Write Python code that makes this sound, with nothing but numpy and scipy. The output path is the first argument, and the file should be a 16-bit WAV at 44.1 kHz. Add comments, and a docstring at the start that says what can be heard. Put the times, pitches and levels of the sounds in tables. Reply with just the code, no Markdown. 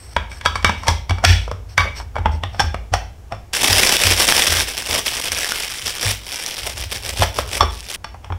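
"""In a small kitchen, close to the microphone, a metal baking plate is pressed into a waffle maker: blows ring
its casing and plate modes, filtered noise scrapes as the plate slides, and low sines boom in the counter. The
lid swings open and its own modes ring. Then a thin plastic bag is shaken open and a bagel worked out of it:
creases flip in avalanches. Near the end the bag knocks the appliance as it is lifted; at 7.96 s the rustle and
its reverberation stop dead at once. A quiet noise bed and room reverberation lie around it all; a fast limiter
ducks the loud peaks."""
import sys
import numpy as np
from scipy import signal
from scipy.fft import rfft, irfft, next_fast_len
from scipy.io import wavfile
from scipy.ndimage import uniform_filter1d

SR = 44100
rng = np.random.default_rng(int(sys.argv[2]) if len(sys.argv) > 2 else 0)


def dump(signal):
    """Clip the signal to [-1, 1] and save it as 16-bit WAV at the path in sys.argv[1]."""
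    limited = np.clip(np.atleast_2d(signal).T, -1, 1)
    pcm = np.round(limited * 32767).astype(np.int16)
    wavfile.write(sys.argv[1], SR, pcm)


N = 369558
TIME = np.arange(N) / SR
BLOW = TIME[:SR // 2]  # time axis of one blow, and of the reverberation
LEAD = SR // 50  # samples of scuffing before a strike

# Levels in the tables are relative: each source sets its own trims on top.
# Quiet of the kitchen, spectrum: (frequency [Hz], level [dB])
QUIET_COLOUR = [(71, -9.5), (120, -15.5), (204, -20), (498, -22.5), (598, -26), (733, -23), (1170, -30),
                (4390, -41.5), (5380, -38.5), (15500, -49)]
QUIET_DB = -46
# Kitchen reverberation, decay read between these points: (frequency [Hz], t60 [s])
ROOM_DECAY = [(150, 0.75), (600, 0.44), (2000, 0.2764), (5000, 0.6), (9000, -0.22), (15000, 0.61)]
# Kitchen reverberation, spectrum: (frequency [Hz], level [dB])
ROOM_COLOUR = [(150, 1), (800, -2), (2000, 3.5), (3400, 1.5), (6000, 3), (10000, -2), (15500, 10)]

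# Counter rumble, spectrum: (frequency [Hz], level [dB])
RUMBLE_COLOUR = [(20, -15), (38, -50.5), (48, 17), (54, 23), (61, 22.5), (80, 17.5), (100, 16.5), (130, 3),
                 (250, -46)]
# Hands lean on the appliance and the counter rumbles: (start [s], length [s], level [dB])
LEANS = [(0.0, 1.2, -34.5), (0.78, 2.05, -32), (2.798, 0.65, -37), (4.3, 0.23, -38), (4.7, 1.04, -44),
         (6.64, 1.07, -31.5), (8.006, 0.58, -38.5)]
LEAN_RISE_DB_PER_S, LEAN_FALL_DB_PER_S = 252.5, 81
# Soft bumps of hands, bag and bagel that reach the counter: (time [s], level [dB])
BUMPS = [(1.285, -4.5), (2.336, -12.5), (2.637, -11), (2.917, -11.5), (3.696, -12), (3.768, -24),
         (4.047, -10.5), (4.1, -17.5), (4.493, -14.5), (4.565, -19.5), (4.898, -23), (5.303, -26),
         (5.829, -30), (6.052, -13), (7.192, -9.5)]
COUNTER_HZ, COUNTER_T60_S = 84, 0.31  # middle pitch and decay of the counter's boom
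SWAY_HZ, SWAY_T60_S = 54.9, 0.73  # its deeper sway

# Plate sliding in its seat: (start [s], length [s], scrape [dB], squeal of its edge [dB])
SLIDES = [(0.0, 0.079, -46, -49), (0.113, 0.032, -42, -52), (.315, 0.056, -40.5, -47),
          (0.78, 0.082, -42, -60), (1.31, 0.13, -41, -70), (1.697, 0.029, -44, -62),
          (1.968, 0.015, -30, -66), (2.31, 0.045, -43.5, -75), (2.533, 0.058, -47, -75)]
SLIDE_RISE_DB_PER_S, SLIDE_FALL_DB_PER_S = 803, 330
# Scrape of the plate, spectrum: (frequency [Hz], level [dB])
SLIDE_COLOUR = [(1000, -2), (2300, -1.5), (3900, -9.5), (4450, 0), (4900, -6), (5450, 6.5), (6200, -8.5),
                (7200, -19), (8250, -3.5), (9100, -24.5), (12000, -17), (15500, -33.5)]

BAG_START_S, BAG_END_S = 3.528, 7.961  # the bag rustles between these times
# Pulls and shakes of the bag: (start [s], length [s], crackle [dB], swell [dB/s],
# flapping of broad folds relative to the crackle [dB])
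PULLS = [(3.541, 0.016, -18, 1200, -11.5), (3.636, 0.31, -15.5, 198, -8.5), (4.015, 0.11, -15, 355, -10),
         (4.196, .2, -15.5, 200, -9), (4.399, .21, -18, 300, -10.5), (4.666, 0.29, -28, 300, -10.5),
         (4.901, 0.086, -20.5, 500, -6.5), (5.069, .02, -22, 400, -13), (5.122, 0.167, -25, 300, -10.5),
         (5.335, 0.16, -23.5, 300, -11.5), (5.538, .11, -25.5, 400, -11.5), (5.65, 0.37, -29.5, 300, -15.5),
         (5.87, 0.014, -22, 496, -12), (6.046, 0.069, -21, 114, -10.5), (6.302, 0.41, -29.5, 151, -11),
         (6.67, 0.017, -27.5, 250, -4.5), (6.784, 0.05, -29.5, 300, -10), (6.918, 0.041, -27, 550, -9),
         (7.067, 0.024, -25.5, 259, -8.5), (7.203, 0.036, -24, 150, -6), (7.379, 0.016, -27, 300, -6),
         (7.547, 0.02, -23.5, 207, -7.5), (7.71, 0.42, -38.5, 300, -19), (7.896, .05, -29, 400, -11.5)]
PULL_FALL_DB_PER_S = 308
# Single creases snapping through: (time [s], peak level [dB], pitch [Hz])
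SNAPS = [(3.5408, -12, 2700), (3.6267, -27, 3020), (3.7297, 10, 5100), (3.751, -2.5, 2760),
         (3.8345, 6, 2440), (3.9673, 3, 3470), (4.0367, 9.5, 2580), (4.1888, -19.5, 2320),
         (4.2884, 4.5, 2300), (4.3233, 13, 1710), (4.4213, 2, 3440), (4.4717, 1, 5740), (4.6014, 0, 5400),
         (4.7777, -5, 3300), (4.9102, -5.5, 4960), (5.0807, -2.5, 3240), (5.3191, -3.5, 2270),
         (5.4452, -3.5, 1760), (5.5202, -3.5, 1470), (5.635, -9.5, 2440), (5.8178, -12, 3020),
         (6.319, -12, 4670), (6.3584, -10, 5900), (6.4624, -4, 5760)]
# Crackle of the film, spectrum: (frequency [Hz], level [dB])
CRACKLE_COLOUR = [(710, -35.5), (1200, -7.5), (1420, -6), (1550, -2.5), (2120, 0), (2310, 0), (2920, 0.5),
                  (3430, 1), (4110, -5), (5550, 1.5), (6580, -9), (8600, -5.5), (10300, -8), (15500, -20.5)]
# Flapping of the broad folds, spectrum: (frequency [Hz], level [dB])
FLAP_COLOUR = [(70, 4), (140, -2), (300, -1), (500, 5), (900, 2.5), (1400, -10.5), (2200, -18.5),
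               (4000, -36)]

# Blows on the appliance: (time [s], casing resonance [Hz], casing [dB], plate or lid [dB], sharp edge [dB],
# chatter time scale [s], free ringing relative to plate or lid [dB], push on the counter [dB])
KNOCKS = [(0.1647, 945, -14.5, -23, -35.5, 0.0048, -7, -19.5),
          (0.3156, 1650, -43, -46.5, -45, 0.13, 0, -51), (0.4116, 980, -41.5, -36.5, -45, 0.025, -13, -35),
          (0.453, 920, -29, -31, -35, 0.049, -12, -41), (0.459, 990, -15.5, -23, -26.5, 0.018, 0, -22),
          (0.5559, 1200, -24.5, -34, -35, 0.046, 2, -25), (0.627, 1000, -38, -41, -43, 0.03, -9, -45),
          (0.6458, 1195, -11.5, -13.5, -20.5, 0.0037, -8, -17),
          (0.6945, 990, -17, -28, -36, 0.014, -8, -21), (0.8338, 1036, -29.5, -47, -42, 0.035, -4, -50),
          (0.87, 900, -24, -35, -36, 0.072, -23, -37), (0.882, 940, -17, -19.5, -18.5, 0.039, -12.5, -11),
          (1.0952, 840, -30, -34, -33.5, 0.017, -1.5, -12), (1.108, 805, -23.5, -29, -36, 0.01, -23, -31),
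          (1.1838, 880, -32, -54, -48, 0.071, 5, -45), (1.2394, 760, -14, -39, -30, 0.032, -15, -24),
          (1.25, 1473, -7, -1, -5, 0.015, -34, -4.5), (1.4786, 510, -32.5, -52, -52, 0.025, -18, -45),
          (1.514, 584, -25.5, -43, -41.5, 0.013, -25, -27),
          (1.779, 1470, -14, -15, -22, 0.012, -2.5, -16.5), (1.805, 1130, -23.5, -29, -44, 0.062, -2, -45),
          (1.854, 575, -30, -48, -56, 0.061, -15, -28), (2, 950, -32, -46, -47, 0.035, -5, -31),
          (2.156, 820, -32, -51, -51, 0.029, 5, -40), (2.165, 605, -23.5, -46.5, -52, 0.043, 4, -39),
          (2.184, 855, -28.5, -45, -50, 0.015, -12, -17.5),
          (2.2576, 910, -14.5, -29.5, -43, 0.022, -17, -13.5),
          (2.4357, 830, -25.5, -26.5, -40.5, 0.02, -23, -21), (2.5455, 705, -36, -47, -55, 0.046, -11, -35),
          (2.596, 834, -24, -25.5, -49, 0.01, 1.5, -21.5),
          (2.6015, 870, -15.5, -24.5, -23, 0.034, -11, -42),
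          (2.7439, 740, -23.5, -35.5, -43, 0.011, -28, -40.5),
          (2.9378, 716, -14, -22, -24, 0.029, -16, -20), (3.3223, 710, -24.5, -42, -45, 0.039, -8, -29),
          (3.348, 746, -54, -58, -57, 0.026, -12, -39.5), (7.2217, 600, -14, -20, -23.5, 0.03, -40, -34),
          (7.231, 910, -23, -22, -40, 0.019, -22, -45), (7.387, 540, -18.5, -27, -30.5, 0.014, -18, -23.5),
          (7.6075, 1150, -11, -19.5, -30.5, 0.024, -7, -13.5), (7.629, 433, -21, -37, -36, 0.03, -15, -45),
          (8.044, 924, -32.5, -35, -40.5, 0.0087, -6.5, -48), (8.144, 840, -39, -63, -59, 0.029, -17, -47),
          (8.245, 860, -39.5, -43.5, -52, 0.052, -16, -55), (8.302, 824, -32.5, -62, -65, 0.014, -18, -19),
          (8.323, 850, -29.5, -39, -57, 0.0094, -19, -45)]
# Modes of the baking plate, before the hand damps them: (frequency [Hz], level [dB], t60 [s])
PLATE_MODES = [(834, -9, 0.3), (1010, -2, 0.23), (1134, -4.5, 0.31), (1296, -4, 0.19), (1632, 10.5, 0.036),
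               (2160, -12, 0.095), (2273, 11.5, 0.074), (2260, -11, 0.19), (3070, -10, 0.2),
               (3350, -4, 0.14), (3480, -13, 0.18), (3740, -6.5, 0.24), (4590, 0.5, 0.045),
               (4970, -12, 0.1), (5400, -28, 0.31), (5670, -43, 0.2), (7500, -22, 0.13), (8160, -22, 0.19)]
# Modes of the open lid and its hinge, before the hand damps them: (frequency [Hz], level [dB], t60 [s])
LID_MODES = [(688, -4, 0.33), (844, 8, 0.14), (1193, -1.5, .19), (1604, 6.5, 0.074), (2340, -13, 0.23),
             (3000, -10, 0.26), (3470, 2, 0.14), (3670, -9, 0.13), (4450, -4, 0.11), (4900, -30, .13),
             (5430, 4, 0.12), (5800, -18, 0.1), (5960, -28, 0.12), (7400, -28, .17)]
LID_OPEN_S = 2.2  # from here on the blows ring the lid
# Hollow of the casing, which cannot radiate the treble: (frequency [Hz], level [dB])
HOLLOW_COLOUR = [(1500, 7), (3000, -11.5), (10000, -18)]
# Casing part of a blow, spectrum: (frequency [Hz], level [dB])
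CASING_COLOUR = [(100, -13), (200, -8.5), (340, -20), (560, -6), (800, -6.5), (1250, -5.5), (1700, -14.5),
                 (3000, -24), (8000, -70)]
# Dense, short-lived plate or lid modes of a blow, spectrum: (frequency [Hz], level [dB])
CLACK_COLOUR = [(800, -27), (1350, -23), (1700, 5), (2300, 1.5), (2700, -1.5), (3400, 5), (4100, -15.5),
                (6000, -37), (12000, -96)]
# Sharp edge of a blow, spectrum: (frequency [Hz], level [dB])
EDGE_COLOUR = [(2500, -43), (4000, -5), (4500, 0.5), (5000, -4), (5500, 5), (6600, -10.5), (8000, -8.5),
               (11000, -17), (15500, -34)]

TOP_HZ = 15750  # top of the microphone chain


def undb(db):
    """Decibels to gain."""
    return 10 ** (np.asarray(db) / 20)


def unit(x):
    """Scale to rms 1."""
    return x / np.sqrt(np.mean(x ** 2))


def burst(x):
    """Scale so that the 20 ms after the strike have rms 1."""
    return x / np.sqrt(np.mean(x[LEAD:2 * LEAD] ** 2))


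def on_log(hz, points):
    """Read (Hz, value) points on a log-frequency axis."""
    f, value = np.transpose(points)
    return np.interp(np.log(hz + 1), np.log(f), value)


def colour(x, points):
    """Causal minimum-phase filter with the given (Hz, dB) shape."""
    n = 2 * next_fast_len(len(x) // 2 + SR // 10)
    hz = np.arange(n // 2 + 1) * SR / n
    cepstrum = irfft(np.log(undb(on_log(hz, points))))
    # folding the cepstrum forward makes the filter causal
    cepstrum[1:n // 2] *= 2
    cepstrum[n // 2 + 1:] = 0
    response = np.exp(rfft(cepstrum))
    return irfft(rfft(x, n) * response)[:len(x)]


def band(x, lo, hi, order=2):
    """Band-pass from lo to hi in Hz."""
    sos = signal.butter(order, [lo, min(hi, SR / 2 - 100)], "band", fs=SR, output="sos")
    return signal.sosfilt(sos, x + 1e-18)


def fade(t, t60):
    """Exponential decay by 60 dB in t60 seconds."""
    return np.exp(-np.log(1000) * t / max(t60, 1e-4))


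def add(out, s, x):
    """Mix x in at time s."""
    i = max(int(s * SR), 0)
    out[i:i + len(x)] += x[:len(out) - i]


def stroke(s, length, db, rise, fall):
    """Level in dB of one movement: it swells, holds and dies away at so many dB a second."""
    before, after = np.maximum(s - TIME, 0), np.maximum(TIME - s - length, 0)
    return np.maximum(db - rise * before - fall * after, -120)


def clumps(rate_hz):
    """Random curve, straight between normal values drawn about rate_hz times a second."""
    knots = np.cumsum(rng.exponential(1 / rate_hz, size=4000))
    return np.interp(TIME, knots, rng.standard_normal(len(knots)))


def steady(x, span_s=0.087):
    """Hold the slow level at rms 1 and leave the single crackles standing."""
    n = int(span_s * SR)
    power = uniform_filter1d(uniform_filter1d(x ** 2, n), n // 2)
    return x / np.sqrt(power + 1e-12)


def quiet():
    """The quiet of the kitchen: steady coloured noise."""
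    return unit(colour(rng.standard_normal(N), QUIET_COLOUR)) * undb(QUIET_DB)


def kitchen(x, build_s=0.00057):
    """Reverberation of x from one spot: dense reflections, each band with its own decay, the bass longest."""
    noise = rfft(rng.standard_normal(len(BLOW)))
    hz = np.arange(len(noise)) * SR / len(BLOW)
    noise = noise * undb(on_log(hz, ROOM_COLOUR))
    edges = np.geomspace(110, 18000, 8)
    tail = 0
    for lo, hi in zip(edges, edges[1:]):
        reflections = irfft(noise * (hz >= lo) * (hz < hi), len(BLOW))
        tail = tail + reflections * fade(BLOW, on_log(np.sqrt(lo * hi), ROOM_DECAY))
    tail = tail * (1 - np.exp(-BLOW / build_s))
    return signal.fftconvolve(x, tail / np.sqrt(np.sum(tail ** 2)))[:len(x)]


def moving(x):
    """Reverberation of the moving bag: every tenth of a second it sounds from another spot."""
    out, step = np.zeros(N), SR // 10
    for i in range(int(BAG_START_S * SR), int(BAG_END_S * SR), step):
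        add(out, i / SR, kitchen(np.pad(x[i:i + step], (0, len(BLOW)))))
    return out


def counter(rise_s=0.0068, sway_db=-11, thump_db=5, bump_db=0, rumble_db=-1, detune=0.11,
            thud_db=-19, thud_t60=0.17, thud_lo_hz=135, thud_hi_hz=420):
    """The counter thuds and booms after each blow or bump, over a deeper sway, and rumbles under leaning hands."""
    lean = np.max([stroke(*row, LEAN_RISE_DB_PER_S, LEAN_FALL_DB_PER_S) for row in LEANS], axis=0)
    out = unit(colour(rng.standard_normal(N), RUMBLE_COLOUR)) * undb(lean + rumble_db)
    sway = undb(sway_db) * np.sin(2 * np.pi * SWAY_HZ * BLOW) * fade(BLOW, SWAY_T60_S)
    pushes = [(row[0], row[-1] + thump_db) for row in KNOCKS]
    pushes += [(s, db + bump_db) for s, db in BUMPS]
    for s, db in pushes:
        hz = COUNTER_HZ * (1 + detune * rng.standard_normal())
        boom = np.sin(2 * np.pi * hz * BLOW) * fade(BLOW, COUNTER_T60_S) + sway
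        thud = unit(band(rng.standard_normal(len(BLOW)), thud_lo_hz, thud_hi_hz))
        thud = undb(thud_db) * thud * fade(BLOW, thud_t60)
        add(out, s, undb(db) * (boom + thud) * (1 - np.exp(-BLOW / rise_s)))
    return out


def sliding(scrape_db=-2, squeal_db=-1, grip_db=3, grip_hz=143.0):
    """The plate catches and slips in its seat: a metallic scrape, and a thin squeal from its edge."""
    rub = rng.standard_normal(N) * undb(grip_db * clumps(grip_hz))
    scrape = squeal = 0
    for s, length, scrapes, squeals in SLIDES:
        move = stroke(s, length, 0, SLIDE_RISE_DB_PER_S, SLIDE_FALL_DB_PER_S)
        scrape = scrape + undb(move + scrapes + scrape_db)
        squeal = squeal + undb(move + squeals + squeal_db)
    edge = unit(band(rub, 8000, 8300, order=1))
    return unit(colour(rub, SLIDE_COLOUR)) * scrape + edge * squeal


def buckles(rate, spread_db=4.0, patchy_db=7.0, clump_db=3.5, clump_hz=170.0,
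            flutter_db=-9, flutter_t60=0.0033):
    """Creases flip in little avalanches, each with its own size and colour; the film flutters briefly after."""
    chance = rng.random(N)
    size = undb(spread_db * np.minimum(rng.standard_normal(N), 2))
    avalanche = undb(clump_db * clumps(clump_hz))
    flips = (chance < rate * avalanche / SR) * size * np.sqrt(avalanche)
    # the power of each flip leaks away: the envelope of the flutter
    power = signal.lfilter([1], [1, -fade(2 / SR, flutter_t60)], flips ** 2 + 1e-18)
    flutter = np.sqrt(power / (flutter_t60 * SR / np.log(1e6)))
    out = undb(flutter_db) * flutter * rng.standard_normal(N)
    edges = np.geomspace(100, 18000, 15)
    at = np.flatnonzero(flips)
    # each flip gets its own sign and strength in every band
    for lo, hi in zip(edges, edges[1:]):
        share, push = rng.standard_normal((2, N))[:, at], np.zeros(N)
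        strength = undb(patchy_db * (np.minimum(share[1], 1.5) - 1.5))
        push[at] = flips[at] * np.sign(share[0]) * strength
        out = out + band(push, lo, hi)
    return out


def snaps(snap_db=-1, snap_t60=0.0095, tone_db=0):
    """Single creases snap through: a short coloured crack with a pitched ring, set by its peak."""
    out, t = np.zeros(N), TIME[:SR // 50]
    for s, db, hz in SNAPS:
        crack = colour(rng.standard_normal(len(t)) * fade(t, snap_t60), CRACKLE_COLOUR)
        tone = np.sin(2 * np.pi * hz * t) * fade(t, snap_t60)
        snap = unit(crack) + undb(tone_db) * unit(tone)
        add(out, s, undb(db + snap_db) * snap / np.abs(snap).max())
    return out


def bag(rate=1150., easy_db=-28, rest_db=-46, dull_db=-41, crowding=0.37, brighten=0.031,
        crackle_db=.5, flap_db=0):
    """The harder the bag is pulled, the more creases flip and the brighter they are; broad folds flap lower."""
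    pulls = np.array([stroke(s, length, db, swell, PULL_FALL_DB_PER_S) for s, length, db, swell, _ in PULLS])
    effort = np.maximum(pulls.max(axis=0), rest_db)
    flap = (pulls + np.array(PULLS)[:, -1:]).max(axis=0)
    # rate is the base of flips a second at easy_db
    flips = buckles(rate * undb(crowding * (effort - easy_db)))
    crackle = steady(colour(flips, CRACKLE_COLOUR))
    top = signal.sosfiltfilt(signal.butter(2, 8500, "high", fs=SR, output="sos"), crackle)
    crackle = crackle + top * (undb(brighten * (effort - dull_db)) - 1)
    folds = steady(colour(flips, FLAP_COLOUR)) * undb(flap + flap_db)
    return (crackle * undb(effort + crackle_db) + folds + snaps()) * (TIME > BAG_START_S)


def contact(chatter, strike_t60=0.016, chatter_db=-10, rattle_db=5, scuff_db=-14, scuff_share=1.33):
    """Force of a blow: a scuff as the parts meet, a hard strike with an even spectrum, then uneven rattling."""
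    strike = rng.standard_normal(len(BLOW)) * fade(BLOW, strike_t60)
    # keep only the phases, so the spectrum is even, then fade again
    strike = irfft(np.exp(1j * np.angle(rfft(strike))), len(BLOW)) * fade(BLOW, 4 * strike_t60)
    # the rattle takes a new level every 100 samples
    levels = rattle_db * np.minimum(rng.standard_normal(len(BLOW) // 100 + 1), 1.5)
    bounces = np.repeat(undb(levels), 100)[:len(BLOW)]
    buzz = unit(rng.standard_normal(len(BLOW)) * bounces) * fade(BLOW, 3 * chatter)
    swell = fade(BLOW[:LEAD], scuff_share * chatter)[::-1]
    scuff = undb(scuff_db) * rng.standard_normal(LEAD) * swell
    force = strike / np.sqrt(np.mean(strike[:SR // 1000] ** 2)) + undb(chatter_db) * buzz
    return np.concatenate([scuff, force[:-LEAD]])


def ringing(modes, scatter_db=4, hand_t60=0.31):
    """Lasting modes: every point of contact favours other ones, and the hand damps them a little."""
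    chance = rng.standard_normal((len(modes), 2))
    ring = 0
    for (f, db, t60), (a, b) in zip(modes, chance):
        gain = np.sign(b) * undb(db + scatter_db * a)
        ring = ring + gain * np.sin(2 * np.pi * f * BLOW) * fade(BLOW, t60)
    # the ring begins at the strike, after the scuff
    return burst(np.pad(ring[:-LEAD], (LEAD, 0)) * fade(BLOW, hand_t60))


def knocks(ring_db=8.5, width_hz=86.0, hollow_db=-2, casing_db=-3, clack_db=-1, edge_db=0, room_db=-5):
    """Each blow sounds the hollow casing, the dense and the lasting modes of plate or lid, and a sharp edge."""
    out = np.zeros(N)
    for s, hz, body, metal, edge, chatter, free, _ in KNOCKS:
        hollow = colour(contact(chatter), HOLLOW_COLOUR)
        hollow = band(hollow, hz - width_hz / 2, hz + width_hz / 2, order=1)
        shell = burst(colour(contact(chatter), CASING_COLOUR))
        casing = undb(hollow_db) * burst(hollow) + undb(casing_db) * shell
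        ring = ringing(PLATE_MODES if s < LID_OPEN_S else LID_MODES)
        clack = burst(colour(contact(chatter), CLACK_COLOUR))
        plate = undb(free + ring_db) * ring + undb(clack_db) * clack
        sharp = burst(colour(contact(chatter), EDGE_COLOUR))
        blow = undb(body) * casing + undb(metal) * plate + undb(edge + edge_db) * sharp
        add(out, s - LEAD / SR, blow + undb(room_db) * kitchen(blow))
    return out


def scene(bag_room_db=-7):
    """Appliance and bag in the kitchen; the rustle stops dead."""
    film = bag()
    film = (film + undb(bag_room_db) * moving(film)) * (TIME < BAG_END_S)
    return (quiet() + counter() + sliding() + film + knocks())[None]


def record(dry, ceiling=1.46, hold_s=0.00054, recovery_db_per_s=245.0):
    """Close microphone: a limiter ducks fast and recovers steadily, peaks clip softly, the top is cut off."""
    n = int(hold_s * SR) + 1
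    excess = 20 * np.log10(np.maximum(np.abs(dry) / ceiling, 1))
    # after a hard blow the ringing dips, then swells as the gain comes back
    recovery = recovery_db_per_s * TIME
    duck = np.maximum.accumulate(excess + recovery, axis=-1) - recovery
    held = np.clip(dry * uniform_filter1d(undb(-duck), n), -1.5, 1.5)
    rounded = held - 4 / 27 * held ** 3  # reaches full scale at 1.5
    return signal.sosfilt(signal.ellip(12, .1, 70, TOP_HZ, fs=SR, output="sos"), rounded)


dry = scene()
out = record(dry)
dump(out)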